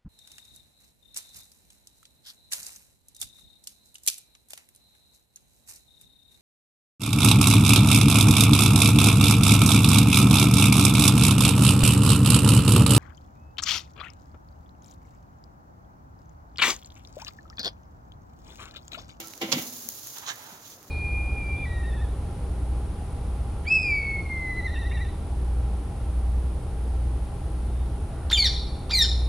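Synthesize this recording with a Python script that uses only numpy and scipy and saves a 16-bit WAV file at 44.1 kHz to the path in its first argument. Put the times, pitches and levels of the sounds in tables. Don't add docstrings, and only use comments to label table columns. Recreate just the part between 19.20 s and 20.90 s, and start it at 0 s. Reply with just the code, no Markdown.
import sys
import numpy as np
from scipy import signal
from scipy.fft import rfft, irfft, next_fast_len
from scipy.io import wavfile
from scipy.ndimage import uniform_filter1d

SR = 44100
rng = np.random.default_rng(int(sys.argv[2]) if len(sys.argv) > 2 else 0)


def unload_wav(signal):
    wavfile.write(
        sys.argv[1],
        SR,
        np.round(np.clip(np.atleast_2d(signal).T, -1, 1) * 32767).astype(np.int16),
    )


N = 74970
T = np.arange(N) / SR

# t/s, attack/s, place (0 middle, 1 rim), ring/dB, jangle/dB, clank/dB
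KNOCKS = [(0.002, 0.0055, 0.11, -46, -42, -42.5), (0.217, 0.0027, 0.053, -32.5, -28.5, -39),
          (0.291, 0.008, 0.77, -40, -42, -58), (0.3217, 0.0032, 0.89, -54, -29, -23),
          (0.3257, 0.00079, 0.93, -34, -30, -14.5), (0.38, 0.0015, 0.12, -42, -33.5, -64)]


def from_db(db):
    return 10 ** (np.asarray(db) / 20)


def curve(points):
    return np.interp(T, *np.transpose(points))


def pan(db):
    gains = from_db([[db / 2], [-db / 2]])
    return gains / np.sqrt(np.mean(gains ** 2))


def colour(x, spectrum):
    size = 2 * next_fast_len(N)
    hz, db = np.transpose(spectrum)
    bin_hz = np.arange(size // 2 + 1) * SR / size
    gain = from_db(np.interp(np.log(bin_hz + 1), np.log(hz), db))
    cepstrum = irfft(np.log(gain / np.sqrt(np.mean(gain ** 2))))
    cepstrum[1:size // 2] *= 2
    cepstrum[size // 2 + 1:] = 0
    return irfft(rfft(x, size) * np.exp(rfft(cepstrum)), size)[..., :N]


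def resonate(x, hz, width_hz):
    radius = np.exp(-np.pi * width_hz / SR)
    turn = np.exp(2j * np.pi * np.cumsum(hz) / SR)
    return (turn * signal.lfilter([2 * np.sqrt(1 - radius)], [1, -radius], x / turn)).real


def dying(start, t60, rise=1e-6):
    return np.exp(np.minimum(T - start, 0) / rise - np.log(1000) * np.maximum(T - start, 0) / t60)


def click(s):
    return 1.0 * (np.arange(N) == int(s * SR))


def grains(per_s, spread_db, channels):
    shape = (channels, N)
    sizes = from_db(spread_db * np.minimum(rng.exponential(1, shape), 6)) * rng.choice([-1, 1], shape)
    clicks = sizes * (rng.random(shape) < per_s / SR)
    return clicks / clicks.std()


def spaced(pair, alike_hz):
    side = signal.sosfilt(signal.butter(2, alike_hz, "high", fs=SR, output="sos"), pair[1])
    return pair[0] + (side + 0.15 * pair[1]) * np.array([[1], [-1]])


def air():
    spectrum = [(36, -24), (52, 7), (75, -8.5), (115, 5), (160, -6), (300, -3.5), (600, -6.5), (1300, -11),
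                (2300, -22), (8000, -39)]
    levels = [(0, -52.5), (.9, -56), (1.55, -55.5), (1.7, -53.5)]
    noise = spaced(rng.standard_normal((2, N)), alike_hz=1010)
    return from_db(curve(levels)) * colour(noise, spectrum)


def rub(lag_samples=8, diffuse_db=-0.5):
    slips = grains(per_s=5000, spread_db=3, channels=3)
    direct = np.array([np.roll(slips[2], lag_samples), slips[2]])
    return (direct + from_db(diffuse_db) * slips[:2]) / np.sqrt(2)


def tongs():
    strokes = [(0.98, 0.023, -53, -47.5), (1.038, 0.014, -49.5, -52), (1.079, 0.011, -45.5, -35.5),
               (1.1, 0.0073, -41.5, -32), (1.117, 0.0091, -45.5, -40), (1.238, 0.13, -51.5, -54.5),
               (1.462, 0.013, -70, -49), (1.529, 0.01, -69, -50.5)]
    body_eq = [(300, -21.5), (650, -4.5), (950, 0), (1500, 2.5), (2000, -3.5), (6000, -19.5)]
    edge_eq = [(1000, -24), (2250, -5.5), (2700, -2.5), (3100, 2), (3900, 4.5), (4800, -6.5), (6600, 5.5),
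               (7700, -10.5), (16000, -40)]
    catches = [(0.9726, -28), (1.037, -28), (1.084, -17.5)]
    arm_pitch = [(1.055, 930), (1.1, 1480), (1.125, 1720), (1.17, 1720), (1.175, 880)]
    pings = [(0.028, -48.5, 2275, 0.093), (0.04, -46, 1337, 0.2)]
    body = edge_level = 0
    slips = rub()
    for s, half, body_db, edge_db in strokes:
        stroke = np.exp(-.5 * ((T - s) / half) ** 2)
        body += from_db(body_db) * stroke * slips
        edge_level += from_db(edge_db) * stroke
    body += sum(from_db(db) * click(s) for s, db in catches)
    ring = from_db(-2.5) * resonate(body, curve(arm_pitch), width_hz=160)
    for s, db, hz, t60 in pings:
        ring += from_db(db) * dying(s, t60, rise=0.0012) * np.sin(2 * np.pi * hz * T)
    return (colour(body, body_eq) + colour(edge_level * rub(), edge_eq) + ring) * pan(-6.5)


def pops(snap_height=6):
    drops = [(0.003, -28.5, -4, -8), (0.0728, -31.5, -10, -25), (0.083, -33, -8, -25),
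             (0.1367, -37.5, -11, 3), (0.153, -41, -3, -25), (0.1778, -34.5, 0, -36),
             (0.6887, -19.5, 6, -20), (0.8719, -28.5, 3, -13.5), (0.985, -29, -5, -35),
             (1.629, -42.5, -15, -5)]
    spray_eq = [(3000, -18), (4500, -1), (6800, 6.5), (8200, -3), (11800, 4.5), (15500, 4)]
    crack_eq = [(1000, -6), (2800, -2), (5400, 0), (8000, -18)]
    spray, crack = np.zeros((2, 2, N))
    for s, db, pan_db, crack_db in drops:
        burst = dying(s, t60=0.007) * rng.standard_normal((2, N))
        burst[0, int(s * SR)] -= snap_height
        burst[1, int(s * SR) + 1] -= snap_height
        spray += from_db(db) * pan(pan_db) * burst
        crack += from_db(db + crack_db) * pan(pan_db) * burst
    return colour(spray, spray_eq) + colour(crack, crack_eq)


def meat():
    thuds = [(0.233, -23, 324, 0.0014), (0.246, -34.5, 199, 0.014), (0.341, -28.5, 190, 0.0029),
             (0.361, -28.5, 179, 0.0056), (0.3735, -24, 279, 0.0041), (0.396, -30.5, 191, 0.0026),
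             (0.67, -45.5, 239, 0.022), (1.328, -46.5, 203, 0.0061)]
    return sum(from_db(db) * np.exp(-((T - s) / half) ** 2) * np.sin(2 * np.pi * hz * (s - T))
               for s, db, hz, half in thuds)


def grate_ring(load_s=0.31, settle_s=0.017, sag=0.04, waver_rad=0.77, wavers_per_s=34.1):
    # f/Hz, struck in the middle/dB, struck at the rim/dB, t60/s
    modes = [(148.1, -20, -4, 0.3), (209, -16, -5.5, 0.55), (244.5, -15, -5.5, 0.93),
             (262, -16.5, -1, 0.87), (332.2, 3, -13, 0.39), (440.3, -4.5, -16, 0.097),
             (500.5, -4.5, -3, .18), (556, -15, 2.5, 0.23), (780, 0, -8.5, 0.14), (1036, -8.5, -4.5, 0.11),
             (2000, 0.5, -16, 0.12), (2116, -28, -3.5, 0.43), (2400, -19, -23, 0.16), (2970, -2, -22, 0.14)]
    ring = np.zeros((2, N))
    load = (1 + np.tanh((T - load_s) / settle_s)) / 2
    sagging_time = np.cumsum(1 - sag * load) / SR
    for hz, middle_db, rim_db, t60 in modes:
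        stereo_phase = rng.uniform(-np.pi, np.pi, (2, 1)) * min(hz / 2000, 1) ** 2
        energy = sum((from_db(db + middle_db + place * (rim_db - middle_db)) * dying(s, t60, rise)) ** 2
                     for s, rise, place, db, _, _ in KNOCKS)
        waver = waver_rad * np.interp(T * wavers_per_s, np.arange(N), rng.standard_normal(N))
        phase = 2 * np.pi * hz * sagging_time + rng.uniform(0, 2 * np.pi)
        ring += np.sqrt(energy) * np.sin(phase + stereo_phase + waver)
    return ring * pan(-1.0)


def wire_modes(mean_gap_hz=22.97):
    shape = (2, N // 2 + 1)
    present = rng.random(shape[1]) < SR / N / mean_gap_hz
    partials = irfft(present * (rng.standard_normal(shape) + 1j * rng.standard_normal(shape)), N)
    return partials / partials.std()


def grate_jangle(muffled_below_hz=900):
    spectrum = [(250, -9.5), (620, -6.5), (1000, -7.5), (1600, -12.5), (2100, -2), (3100, -3), (4500, -9),
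                (7000, -14.5), (8200, -23.5), (16000, -15)]
    jangle = np.zeros((2, N))
    edges_hz = np.geomspace(250, 16000, 7)
    for low, high in zip(edges_hz, edges_hz[1:]):
        t60 = 0.31 * (2000 / np.sqrt(low * high)) ** 0.4
        wires = rng.standard_normal((2, N)) if low < muffled_below_hz else wire_modes()
        band = signal.sosfilt(signal.butter(2, [low, high], "band", fs=SR, output="sos"), wires)
        energy = sum((from_db(db) * dying(s, t60, rise)) ** 2 for s, rise, _, _, db, _ in KNOCKS)
        jangle += band * np.sqrt(energy)
    return spaced(colour(jangle, spectrum), alike_hz=610) / np.sqrt(2) * pan(-1.5)


def grate_clank(hit_t60=0.0059, chatter_t60=0.078, ring_t60=0.09, chatter_db=-8, snap_height=4):
    spectrum = [(100, -42.5), (400, -25.5), (1000, 1.5), (1700, -9), (3200, -0.5), (5300, 3.5), (7100, -1),
                (8300, -17), (16000, -14)]
    modes = [(3400, -13), (4690, -15), (5280, -21)]
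    contact, snap, ring_level = np.zeros((3, N))
    for s, rise, *_, db in KNOCKS:
        chatter = from_db(chatter_db) * dying(s, chatter_t60, rise)
        contact += from_db(db) * (dying(s, hit_t60, rise) + chatter)
        snap += snap_height * from_db(db) * click(s)
        ring_level += from_db(db) * dying(s, ring_t60, rise)
    partials = sum(from_db(db) * np.sin(2 * np.pi * (hz * T + rng.random((2, 1)))) for hz, db in modes)
    impact = colour(contact * rng.standard_normal((2, N)) + snap, spectrum)
    return (impact + ring_level * partials) * pan(-8.5)


def sizzle(mono_share=0.1, flutter_db=1.56, sheen_hz=8300):
    levels = [(0, -43), (.1, -44), (.19, -48), (.3, -42.5), (.39, -34), (.5, -38.5), (.7, -40.5),
              (.92, -40.5), (1.1, -48), (1.34, -46), (1.385, -51.5), (1.5, -44), (1.6, -54.5), (1.7, -51.5)]
    spectrum = [(600, -9.5), (2400, -11.5), (4000, -2.5), (5500, -0.5), (6500, 5), (7100, 2), (7800, -10),
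                (10500, -3), (12700, 0), (14200, -2), (15600, -1)]
    sheen = [(0, -4.5), (.3, -2), (.5, 1.5), (.75, 2), (1, -0.5)]
    bursts = grains(per_s=18000, spread_db=3.0, channels=3)
    fizz = np.sqrt(1 - mono_share) * bursts[:2] + np.sqrt(mono_share) * bursts[2]
    fizz += from_db(-18) * grains(per_s=90, spread_db=4.5, channels=1)
    flutter = uniform_filter1d(rng.standard_normal(N), size=500)
    level_db = curve(levels) + flutter_db * flutter / flutter.std()
    treble = signal.sosfiltfilt(signal.butter(2, sheen_hz, "high", fs=SR, output="sos"), fizz)
    fizz += treble * (from_db(curve(sheen)) - 1)
    return colour(fizz * from_db(level_db), spectrum) * pan(-2.5)


def scene():
    return grate_ring() + grate_jangle() + grate_clank() + meat() + sizzle() + pops() + tongs() + air()


def record(dry):
    ceiling, low_cut_hz, high_cut_hz = 0.8, 74, 15900
    rounded = ceiling * np.tanh(dry / ceiling)
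    thinned = signal.sosfilt(signal.butter(2, low_cut_hz, "high", fs=SR, output="sos"), rounded)
    return signal.sosfilt(signal.ellip(12, .2, 70, high_cut_hz, fs=SR, output="sos"), thinned)


dry = scene()
out = record(dry)
unload_wav(out)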